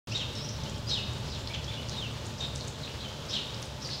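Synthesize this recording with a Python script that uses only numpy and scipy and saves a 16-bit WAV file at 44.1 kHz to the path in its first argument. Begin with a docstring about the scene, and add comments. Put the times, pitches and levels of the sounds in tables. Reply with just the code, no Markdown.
"""A thaw in a yard between houses, from one fixed microphone. After an instant of silence the low
rumble of distant traffic is there, with soft hiss and a faint whine. Almost at once sparrow-like birds
chirp near and far, and the walls smear each chirp into a tail. Then meltwater from the icicles ticks
on the ground close by, fainter along the eaves. Birds and drips carry on as the rumble eases a little."""
import sys
import numpy as np
from scipy import signal
from scipy.fft import rfft, irfft
from scipy.io import wavfile

SR = 44100
rng = np.random.default_rng(int(sys.argv[2]) if len(sys.argv) > 2 else 0)


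def digitize_waveform(pressure):
    """Quantize a signal to 16-bit integers and store it at the path in sys.argv[1].

    Rows of a 2-D input are taken as channels; values are limited to [-1, 1].
    """
    field = np.atleast_2d(pressure).T
    bounded = np.clip(field, -1, 1)
    quanta = np.round(bounded * 32767).astype(np.int16)
    wavfile.write(sys.argv[1], SR, quanta)


N = 176400
TIME = np.arange(N) / SR

# spectrum of distant traffic and open air: (frequency [Hz], relative level [dB])
AIR_SPECTRUM = [(22, -18), (33, -14.5), (48, -12.5), (72, 1.5), (92, -6), (125, 1), (170, -10.5),
                (240, -10), (320, -14), (560, -13.5), (760, -19.5), (1000, -18.5), (2100, -26), (3400, -20),
                (5200, -25.5), (7000, -31.5), (9500, -41.5), (15500, -47)]
# drones in the traffic: (frequency [Hz], width [Hz], level [dB])
TRAFFIC_DRONES = [(74.1, 10, -52.5), (111.9, 4.8, -47), (144.9, 12.2, -48), (206.8, 6.4, -54),
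                  (247.5, 12.7, -59.5), (542, 6.4, -65.5), (597.6, 8.8, -59.5), (874, 29, -58)]
# slow rise and fall of the rumble: (time [s], gain [dB])
RUMBLE_SWELL = [(.1, 0.5), (.42, -0.5), (.62, 1.5), (1.3, 0.9), (1.75, 0.4), (2.3, -0.3), (2.55, -1.3),
                (2.85, -2), (3.2, -1.5), (3.55, -4), (4, -2)]
# faint steady whine: (frequency [Hz], level [dB])
WHINE_TONES = [(6837, -71.5), (8791, -82), (10740, -91), (12694, -85)]
# bird notes: (time [s], length [s], first pitch [Hz], middle pitch [Hz], last pitch [Hz],
# level at the walls [dB], gain of the direct path [dB], rasp against tone [dB])
CHIRPS = [ (0.103, 0.035, 4400, 5240, 5900, -36, -6, 15), (.108, 0.047, 2350, 2876, 3350, -41, 1.5, -5),
          (0.141, 0.06, 3623, 3727, 3170, -32.5, -2, -4), (.188, 0.053, 3417, 3093, 2400, -35, 2.5, -4.5),
          (0.346, 0.051, 5600, 5240, 5130, -38.5, -7, -12), (.350, .090, 4200, 3730, 2900, -42.5, -1, 5),
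          (0.401, .045, 5030, 5520, 5600, -42.5, 2, -15), (.440, 0.036, 5800, 5670, 5350, -46, 3, -11),
          (.482, 0.02, 4990, 5650, 6000, -39, -1, 2), (0.51, .036, 5440, 5400, 5200, -51, 3, -8),
          (0.596, 0.057, 4300, 3500, 2800, -46.5, -8, -8),
          (0.651, 0.054, 2920, 3150, 3350, -48.5, 2.5, -17), (.735, 0.053, 3200, 3200, 3080, -51, 4, -16),
          (0.867, 0.063, 4600, 5160, 5070, -35.5, -1, -15), (0.879, 0.049, 5900, 5630, 3800, -40.5, -1, 16),
          (.880, 0.064, 4000, 4237, 4010, -30, -10, 1), (0.904, 0.024, 2590, 3230, 3700, -39, -1, -8),
          (0.906, 0.06, 3647, 3765, 3360, -28.5, -1.5, -18),
          (.946, 0.059, 3486, 2945, 2450, -33.5, -1, -8.5), (1.262, 0.078, 5400, 5030, 4900, -46.5, 0.5, 4),
          (1.310, 0.088, 4300, 3660, 3140, -42, -0.5, 2), (1.367, 0.077, 7200, 7300, 7260, -54, -4, -5),
          (1.495, 0.046, 2070, 2406, 2070, -48, 5.5, -4), (1.531, 0.043, 3574, 3090, 2920, -36, 1, 0),
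          (1.675, .036, 3080, 3520, 3500, -39.5, 3, -10), (1.721, 0.037, 3296, 3500, 2950, -37, -1, 2),
          (1.77, 0.056, 2744, 2967, 2820, -41, 1, -14), (1.901, 0.075, 4100, 3930, 3700, -42, -2, 3),
          (1.967, 0.056, 3800, 3650, 3420, -43, 6.5, -17),
          (2.008, 0.071, 3380, 2920, 2640, -38.5, 3.5, -14), (2.376, 0.046, 5840, 5640, 6100, -44, 0.5, 14),
          (2.397, .072, 3620, 3714, 3756, -34, 1.5, -5), (2.827, 0.035, 4295, 3800, 3110, -40, 0, -4),
          (2.868, 0.045, 2404, 2930, 2850, -43, 0.5, -1), (2.996, 0.043, 4240, 3990, 3490, -42.5, 0.5, 1),
          (3.032, 0.051, 3500, 3080, 2940, -37, -3.5, -9), (3.284, 0.038, 4800, 5300, 5250, -35, -3, 4),
          (3.301, .022, 2730, 3640, 4050, -34, -4, -4), (3.316, 0.06, 4028, 3703, 3370, -29, -7, -1),
          (3.34, 0.047, 3500, 3088, 2650, -30, -2, -10.5), (3.809, 0.034, 4960, 5610, 5530, -37, -6, 0),
          (3.841, .048, 4900, 4720, 4700, -38, -1, 0), (3.897, 0.044, 4800, 4170, 3420, -33, -8, 16),
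          (3.917, .060, 5300, 5000, 4230, -41, -1, -3)]
# reflections off the house walls: (delay [s], gain [dB])
WALL_ECHOES = [(.0085, -14.5), (.021, -17.5), (.044, -14), (.085, -16)]
# drops landing near the microphone: (time [s], level [dB], splash centre [Hz])
NEAR_DRIPS = [(.177, -35.5, 6140), (.353, -38, 5500), (.636, -39, 5400), (.696, -37, 6000),
              (.704, -50, 5500), (.781, -41, 6500), (1.134, -43, 6700), (1.474, -30, 4020),
              (1.546, -37.5, 5250), (1.643, -36.5, 5000), (1.714, -35.5, 2000), (1.887, -36, 4900),
              (1.895, -31.5, 5100), (2.259, -43, 7100), (2.266, -36, 6600), (2.553, -39.5, 7450),
              (2.559, -31.5, 5900), (2.578, -41, 6500), (2.590, -41, 4500), (2.609, -30, 4500),
              (2.675, -39, 7300), (2.681, -36.5, 6860), (3.544, -34.5, 4600), (3.621, -40.5, 9600),
              (3.627, -33, 5200), (3.656, -43, 8150), (3.874, -38, 5800), (3.889, -32.5, 1800)]


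def amp(db):
    """Decibels to gain."""
    return 10 ** (np.asarray(db) / 20)


def unit(x):
    """Scale to rms 1."""
    return x / np.sqrt(np.mean(x ** 2) + 1e-20)


def lowpass(x, hz, order=2):
    """Take the top off."""
    return signal.sosfilt(signal.butter(order, hz, fs=SR, output="sos"), x)


def wander(hz):
    """Smooth random motion up to a given rate, rms 1."""
    return unit(lowpass(rng.standard_normal(N), hz))


def resonate(x, hz, width_hz):
    """One resonance with gain 1 at its peak."""
    r = np.exp(-np.pi * width_hz / SR)
    feedback = [1, -2 * r * np.cos(2 * np.pi * hz / SR), r * r]
    return signal.lfilter(np.array([1, 0, -1]) * (1 - r * r) / 2, feedback, x)


def add(track, start_s, sound):
    """Mix a sound into a track at a given time."""
    i = int(start_s * SR)
    track[i:i + len(sound)] += sound[:max(N - i, 0)]


def distant_traffic():
    """Traffic far beyond the houses blurs into a droning, slowly swelling rumble under soft hiss."""
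    air_hz, air_db = np.transpose(AIR_SPECTRUM)
    bin_hz = np.arange(N // 2 + 1) * SR / N
    colour = amp(np.interp(np.log(bin_hz + 1), np.log(air_hz), air_db))
    air = unit(irfft(rfft(rng.standard_normal(N)) * colour, N))
    air *= amp(-39.5 + 0.81 * wander(hz=7.7))
    for hz, width_hz, db in TRAFFIC_DRONES:
        phase = 2 * np.pi * hz * TIME
        air += amp(db) * (wander(width_hz) * np.cos(phase) + wander(width_hz) * np.sin(phase))
    rumble = signal.sosfiltfilt(signal.butter(2, 288, fs=SR, output="sos"), air)
    swell_db = np.interp(TIME, *np.transpose(RUMBLE_SWELL))
    return air + rumble * (amp(swell_db) - 1)   # only the low end follows the swell


def whine():
    """A few steady high tones, barely reaching the microphone."""
    return sum(amp(db) * np.sqrt(2) * np.sin(2 * np.pi * hz * TIME) for hz, db in WHINE_TONES)


def rasp_noise():
    """Roughness in a bird's voice: gives its tone close sidebands and a weaker, wide skirt."""
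    return unit(wander(hz=600) + 0.29 * wander(hz=1800))


def birds():
    """Wavering whistles, some rasping; returns the sound straight to the microphone and to the walls."""
    attack_share, release_share, overtone_db = 0.24, 0.51, -20.5
    waver = 1 + 0.016 * wander(hz=128)
    flutter_db = 2.5 * wander(hz=88)
    rasp = (rasp_noise() + 1j * rasp_noise()) / np.sqrt(2)
    direct, to_walls = np.zeros(N), np.zeros(N)
    for start_s, length_s, first, middle, last, db, direct_db, rasp_db in CHIRPS:
        span = np.arange(int(start_s * SR), min(int((start_s + length_s) * SR), N))
        u = np.linspace(0, 1, len(span))   # progress through the note
        # one arch through the three pitches
        hz = first * (1 - u) * (1 - 2 * u) + middle * 4 * u * (1 - u) + last * u * (2 * u - 1)
        tone = np.exp(2j * np.pi * np.cumsum(hz * waver[span]) / SR)
        roughness = (1 + amp(rasp_db) * rasp[span]) / np.hypot(1, amp(rasp_db))
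        voice = ((tone + amp(overtone_db) * tone ** 2) * roughness).real
        ramp = np.clip(np.minimum(u / attack_share, (1 - u) / release_share), 0, 1)
        note = voice * np.sin(np.pi / 2 * ramp) * amp(db + flutter_db[span])
        add(to_walls, start_s, note)
        add(direct, start_s, note * amp(direct_db))
    return lowpass([direct, to_walls], hz=7840, order=4)   # the air takes the top off the calls


def scatter(db, t60_s, build_s):
    """Diffuse reflections that build up, then die away."""
    envelope = np.exp(-np.log(1000) * TIME / t60_s) * (1 - np.exp(-TIME / build_s))
    return amp(db) / np.sqrt(N) * unit(rng.standard_normal(N) * envelope)


def yard(sound):
    """What the walls return to the microphone: quick nearby scatter, a few echoes, a duller tail."""
    early = scatter(db=-4, t60_s=0.21, build_s=0.01)
    tail = scatter(db=-5, t60_s=0.84, build_s=0.022)
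    response = early + lowpass(tail, hz=6040)
    for delay_s, db in WALL_ECHOES:
        response[int(delay_s * SR)] += amp(db)
    return signal.fftconvolve(sound, response)[:N]


def splash(hz):
    """A drop bursts on the ground: a few milliseconds of spray around one pitch."""
    width_hz, spray_db, decay_s = 0.43 * hz, -22, 0.0026
    spray = rng.standard_normal(2048)
    body = unit(resonate(resonate(spray, hz, width_hz), hz, width_hz))
    return (body + amp(spray_db) * spray) * np.exp(-TIME[:len(spray)] / decay_s)


def patter(per_s, loudest_db, centre_hz):
    """Faint drops landing at random, spread over an octave and 10 dB."""
    drops = np.zeros(N)
    draws = rng.random((200, 4))
    for chance, when, size, pitch in draws:
        drop = splash(centre_hz * 2 ** (pitch - 0.5))
        if chance < per_s * N / SR / len(draws):
            add(drops, when * N / SR, amp(loudest_db + 10 * (size - 1)) * drop)
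    return drops


def meltwater():
    """Icicles drip close to the microphone and further along the eaves, with tiny splash droplets."""
    near = np.zeros(N)
    for start_s, db, hz in NEAR_DRIPS:
        add(near, start_s, amp(db) * splash(hz))
    along_eaves = patter(per_s=23, loudest_db=-42.5, centre_hz=4530)
    droplets = patter(per_s=12, loudest_db=-49.5, centre_hz=7500)
    return lowpass(near + along_eaves + droplets, hz=10300)


def scene():
    """Birds and drips reach the microphone directly and off the walls, over the far traffic."""
    background = distant_traffic() + whine()
    birds_direct, birds_to_walls = birds()
    drips = meltwater()
    reflections = yard(birds_to_walls + amp(-1) * drips)
    return (background + birds_direct + drips + reflections)[None]


def record(dry):
    """The microphone opens after an instant of silence; the highest treble is cut."""
    start_s, cutoff_hz = 0.072, 15800
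    opened = dry * (TIME >= start_s)
    passband = np.arange(N + 1) * SR / (2 * N) < cutoff_hz
    return irfft(rfft(opened, 2 * N) * passband)[:, :N]


dry = scene()
out = record(dry)
digitize_waveform(out)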